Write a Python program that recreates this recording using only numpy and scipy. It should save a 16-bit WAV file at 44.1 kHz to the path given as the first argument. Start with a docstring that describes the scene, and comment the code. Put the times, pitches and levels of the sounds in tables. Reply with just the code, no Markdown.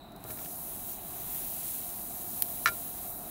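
"""A fire roars softly in a metal grill box while insects trill far off in the night.
Raw meat lands on the grate, scrapes over the bars and starts to sizzle: dense tiny steam bursts
make a bright hiss and a duller frying. Fat spits several times and later pops once, loudly.
The tongs touch metal lightly as the meat goes on and knock twice after the pop. One microphone."""
import sys
import numpy as np
from scipy import signal
from scipy.fft import rfft, irfft
from scipy.io import wavfile

SR = 44100
rng = np.random.default_rng(int(sys.argv[2]) if len(sys.argv) > 2 else 0)


def master_out(mix):
    """Clip the mix to full scale and print it as 16-bit PCM to the path in sys.argv[1]."""
    frames = np.transpose(np.atleast_2d(mix))
    ceiling = np.clip(frames, -1, 1)
    pcm = np.round(ceiling * 32767).astype(np.int16)
    wavfile.write(sys.argv[1], SR, pcm)


N = 145530


def amp(db):
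    """dB to gain."""
    return 10 ** (np.asarray(db) / 20)


def unit_rms(x):
    """Scale to rms 1."""
    return x / np.sqrt(np.mean(x ** 2) + 1e-20)


def noise():
    """White noise."""
    return rng.standard_normal(N)


def envelopes(rows):
    """One gain curve per dB column; the first column is time in seconds."""
    times_s, *columns_db = np.transpose(rows)
    return [amp(np.interp(np.arange(N) / SR, times_s, db)) for db in columns_db]


def flicker(spread_db, rate_hz):
    """Smooth random gain around 0 dB."""
    hop, settle = 40, 2000
    pole = np.exp(-2 * np.pi * rate_hz * hop / SR)
    steps = rng.standard_normal(N // hop + settle + 2)
    slow = unit_rms(signal.lfilter([1], [1, -2 * pole, pole * pole], steps)[settle:])
    return amp(spread_db * np.interp(np.arange(N) / hop, np.arange(len(slow)), slow))


def butter(x, order, hz, kind):
    """Butterworth filter."""
    return signal.sosfilt(signal.butter(order, hz, kind, fs=SR, output="sos"), x)


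def resonance(x, hz, *widths_hz):
    """Unity-gain resonators in series, one per width."""
    for width_hz in widths_hz:
        r, w = np.exp(-np.pi * width_hz / SR), 2 * np.pi * hz / SR
        x = signal.lfilter(np.array([1, 0, -1]) * (1 - r * r) / 2, [1, -2 * r * np.cos(w), r * r], x)
    return x


def coloured(source, spectrum, flicker_db, rate_hz, top_hz=15750, skirt_db_per_oct=43):
    """Shape a source to a spectrum; third-octave bands flicker independently; rms 1."""
    hz = np.maximum(np.fft.rfftfreq(N, 1 / SR), 1)
    points_hz, points_db = np.transpose(spectrum)
    octaves = np.log2(hz / points_hz[0])
    span_oct = np.log2(points_hz[-1] / points_hz[0])
    outside_oct = np.maximum(-octaves, 0) + np.maximum(octaves - span_oct, 0)
    shape_db = np.interp(np.log(hz), np.log(points_hz), points_db) - skirt_db_per_oct * outside_oct
    shaped = rfft(source) * amp(shape_db) * (hz < top_hz)
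    thirds = 3 * np.maximum(octaves, 0)
    out = 0
    for k in range(int(3 * span_oct) + 5):
        band = irfft(shaped * np.clip(1 - abs(thirds - k), 0, 1), N)
        out += band * flicker(flicker_db, rate_hz)
    return unit_rms(out)


def clicks(times_s, db):
    """Impulses at given times and levels."""
    out = np.zeros(N)
    out[(times_s * SR).astype(int)] = amp(db)
    return out


def ring(hits, hz, t60_s):
    """A unit impulse starts a decaying sine of height 1."""
    r, w = np.exp(-np.log(1000) / (t60_s * SR)), 2 * np.pi * hz / SR
    return signal.lfilter([0, np.sin(w)], [1, -2 * r * np.cos(w), r * r], hits + 1e-18)


def dying_noise(hits, t60_s):
    """Noise that starts at each impulse and decays."""
    r = np.exp(-np.log(1000) / (t60_s * SR))
    return signal.lfilter([1], [1, -r], hits + 1e-18) * noise()


def strike(times_s, db, tilt_db_per_oct, modes, spread_db):
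    """Each blow rings all modes, tilted about the lowest, with random strengths."""
    out = 0
    for hz, mode_db, t60_s in modes:
        tilt_db = tilt_db_per_oct * np.log2(hz / modes[0][0])
        chance_db = rng.normal(0, spread_db, len(times_s))
        out += ring(clicks(times_s, db + mode_db + tilt_db + chance_db), hz, t60_s)
    return out


# Roar spectrum. Each row: frequency in Hz, relative density in dB.
ROAR_SPECTRUM = [(15, -24), (25, -0.5), (129, -4), (171, -0.5), (345, -3.5), (381, -5), (505, -14.5),
                 (681, -2), (939, -10), (1170, -13), (3000, -33.5), (3900, -72), (6600, -120)]
# Fire envelope. Each row: time in seconds, level in dB.
FIRE_ENVELOPE = [(0.0, -50.5), (0.41, -48), (0.96, -49.5), (1.22, -47.5), (1.6, -50), (2.23, -48),
                 (2.8, -48.5), (3.3, -47)]


def fire(box_hz=707, box_width_hz=54, box_db=-9):
    """Flames make a low, lumpy roar; the metal box resonates."""
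    roar = coloured(noise(), ROAR_SPECTRUM, flicker_db=0.93, rate_hz=6)
    box = unit_rms(resonance(noise(), box_hz, box_width_hz, 3 * box_width_hz))
    box *= amp(box_db) * flicker(spread_db=1, rate_hz=18)
    return envelopes(FIRE_ENVELOPE)[0] * (roar + box)


# Chorus envelope. Each row: time in seconds, level in dB.
INSECT_ENVELOPE = [(0, -57.5), (.05, -59), (.09, -62.5), (.3, -62), (.6, -67), (1.3, -62), (2.0, -64.5),
                   (2.6, -61), (3.3, -64.5)]


def insects(hz=3896, width_hz=325, overtone_db=-19.5):
    """A far chorus throbs in one narrow band, with a weak octave above."""
    band = resonance(noise(), hz, width_hz, width_hz)
    overtone = amp(overtone_db) * resonance(noise(), 2 * hz, width_hz, width_hz)
    chorus = unit_rms((band + overtone) * flicker(spread_db=1, rate_hz=38))
    return envelopes(INSECT_ENVELOPE)[0] * chorus


# Background spectrum. Each row: frequency in Hz, relative density in dB.
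AIR_SPECTRUM = [(2500, 12), (5000, 2), (8000, -8.5), (11500, -8), (15000, -11)]


def night_air(level_db=-71.5):
    """Faint, bright background hiss."""
    return amp(level_db) * coloured(noise(), AIR_SPECTRUM, flicker_db=0.8, rate_hz=8)


# Spits, then the loud pop. Each row: start in seconds, level in dB, relative spray level in dB.
FAT_SPITS = [(.1205, -49, -1), (.1625, -36, -11.5), (.205, -47, -6), (0.2402, -29, -8), (0.3104, -27, -15),
             (.405, -44, -8), (.449, -40, -17), (.545, -44, -4), (.91, -43, -17), (1.27, -42, -12),
             (2.423, -5.5, -15.5)]
# Ring of a spit. Each row: frequency in Hz, gain in dB, T60 in seconds.
SPIT_MODES = [(1900, -22, .005), (4100, -14, .002), (7500, -12, .001), (10800, -1, .0015), (14700, 1, .002)]


def spits(spray_t60_s=0.02):
    """Fat pops: a click that rings briefly, with a short spray."""
    times_s, db, spray_db = np.transpose(FAT_SPITS)
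    pops = 0
    for k, (hz, mode_db, t60_s) in enumerate(SPIT_MODES):
        pops += (-1) ** k * ring(clicks(times_s, db + mode_db), hz, t60_s)
    spray = dying_noise(clicks(times_s, db + spray_db), spray_t60_s)
    return butter(pops, 2, 1500, "high") + butter(spray, 1, 6000, "high")


def steam_bursts(per_s=9000, spread_db=1.5):
    """Tiny steam bursts: dense random impulses of uneven size."""
    born = rng.random(N) < per_s / SR
    size_db = spread_db * np.minimum(rng.exponential(1, N), 5)
    return born * amp(size_db) * rng.choice([-1, 1], N)


# Sizzle vigour. Each row: time in seconds, hiss level in dB, frying level in dB.
SIZZLE_ENVELOPES = [(.15, -67.5, -78), (.24, -56, -65), (.27, -47, -64), (.31, -40, -62), (.36, -43, -68),
                    (.42, -40, -59), (.56, -42, -68), (.72, -42, -59.5), (.85, -42.5, -62),
                    (.91, -37.5, -60), (1.0, -45, -61.5), (1.18, -40.5, -59), (1.35, -36.5, -53.5),
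                    (1.5, -38.5, -57.5), (1.69, -35, -55.5), (1.85, -38, -59), (2.04, -40.5, -62),
                    (2.34, -38.5, -61), (2.76, -40, -59), (2.95, -40.5, -61.5), (3.04, -40.5, -59),
                    (3.14, -42.5, -73), (3.3, -44, -59.5)]
# Hiss and frying spectra. Each row: frequency in Hz, relative density in dB.
HISS_SPECTRUM = [(2500, -36), (4300, -17), (5100, -19), (6500, -13), (7300, -13), (9000, -8), (10200, -6.5),
                 (12000, -3), (14200, 1), (15200, -0.5), (15700, 3)]
FRY_SPECTRUM = [(900, -11), (1400, -4), (2200, 0), (3400, 1.5), (5000, -12.5), (7500, -5.5)]
# Resonant band added to the hiss. Each row: time in seconds, gain in dB.
BODY_ENVELOPE = [(.2, -5), (.4, -7.5), (.7, -2), (.85, -8), (1.1, -16), (1.35, -9), (1.7, -8), (2.0, -8),
                 (2.3, -10.5), (2.7, 0.5), (3.0, -7), (3.3, -5.5)]


def sizzle(body_hz=10300, body_width_hz=2200):
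    """Steam bursts make a bright hiss of shifting colour and a duller frying."""
    hiss_gain, fry_gain = envelopes(SIZZLE_ENVELOPES)
    hiss = coloured(steam_bursts(), HISS_SPECTRUM, flicker_db=1.04, rate_hz=4.6)
    body = envelopes(BODY_ENVELOPE)[0] * resonance(hiss, body_hz, body_width_hz)
    fry = coloured(steam_bursts(), FRY_SPECTRUM, flicker_db=1.15, rate_hz=36)
    return hiss_gain * (hiss + body) + fry_gain * fry


# Drag of the meat. Each row: time in seconds, level in dB.
SCRAPE_ENVELOPE = [(.2, -83), (.24, -62), (.31, -53), (.38, -60), (.45, -69), (.55, -87)]


def scrape(band_hz=(450, 1440)):
    """Meat dragged onto the bars rubs unevenly."""
    rub = butter(noise(), 2, band_hz, "band") * flicker(spread_db=3.2, rate_hz=44)
    return envelopes(SCRAPE_ENVELOPE)[0] * unit_rms(rub)


# Meat lands, tongs are put down. Each row: start in seconds, level in dB, tilt in dB per octave.
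GRATE_BUMPS = [(.25, -39, -2), (.298, -35.5, -3), (.325, -47, 0), (2.662, -43.5, 0.5), (2.688, -44.5, 1),
               (2.72, -46.5, 2.5)]
# Grate and box modes. Each row: frequency in Hz, gain in dB, T60 in seconds.
GRATE_MODES = [(113, -2.5, 0.1), (408, -5.5, 0.064), (488, -4.5, 0.079), (633, -1.5, 0.13),
               (693, -7.5, 0.11), (1066, -7.5, 0.047), (1376, -10.5, 0.16)]


def bumps(band_hz=(80, 1800)):
    """Soft contacts ring the low modes of the grate and box."""
    times_s, db, tilt_db_per_oct = np.transpose(GRATE_BUMPS)
    thuds = strike(times_s, db, tilt_db_per_oct, GRATE_MODES, spread_db=3.5)
    return butter(thuds, 2, band_hz, "band")


# Touches and knocks. Each row: start in seconds, level in dB, tilt in dB per octave, tick level in dB.
TONG_KNOCKS = [(0.258, -64, 4.5, -44), (0.306, -53, 6, -34), (0.374, -59, 7, -35), (0.389, -57, 7, -32),
               (.448, -69, 8, -34), (0.459, -57, 3.5, -32.5), (2.6589, -18.5, 1.5, -20),
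               (2.673, -20.5, -2.5, -23), (2.684, -32, 3, -37)]
# Struck metal modes. Each row: frequency in Hz, gain in dB, T60 in seconds.
METAL_MODES = [(1040, -28, 0.03), (1240, -29, 0.03), (1306, -14, 0.12), (1392.5, -0.5, 0.1),
               (1540, -10, .05), (1667, -12, 0.04), (1765, 2, 0.034), (1940, -8.5, 0.041),
               (2230, -4.5, 0.052), (2356, -11.5, 0.078), (2702, -16, 0.032), (3957, -11, 0.055),
               (5100, -18.5, .045), (5686, -15, 0.038)]


def tongs(crack_db=-4.5, low_cut_hz=1020):
    """Tongs hit metal: ringing modes, a crisp tick and a rattling crack; no bass."""
    times_s, db, tilt_db_per_oct, tick_db = np.transpose(TONG_KNOCKS)
    crack = dying_noise(clicks(times_s, db + crack_db), t60_s=0.057)
    tick = dying_noise(clicks(times_s, tick_db), t60_s=0.0067)
    tick = butter(tick, 2, 2500, "high")
    rattle = butter(crack + tick, 2, 5600, "low")
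    metal = strike(times_s, db, tilt_db_per_oct, METAL_MODES, spread_db=1.2)
    low_cut = signal.ellip(5, 1, 40, low_cut_hz, "high", fs=SR, output="sos")
    return signal.sosfilt(low_cut, metal + rattle)


def scene():
    """All sources, the same in both channels."""
    mono = fire() + insects() + night_air() + spits() + sizzle() + scrape() + bumps() + tongs()
    return np.array([mono, mono])


def record(dry):
    """Steep zero-phase low-pass."""
    cutoff_hz = 16700
    return signal.sosfiltfilt(signal.ellip(10, 0.2, 45, cutoff_hz, fs=SR, output="sos"), dry)


dry = scene()
out = record(dry)
master_out(out)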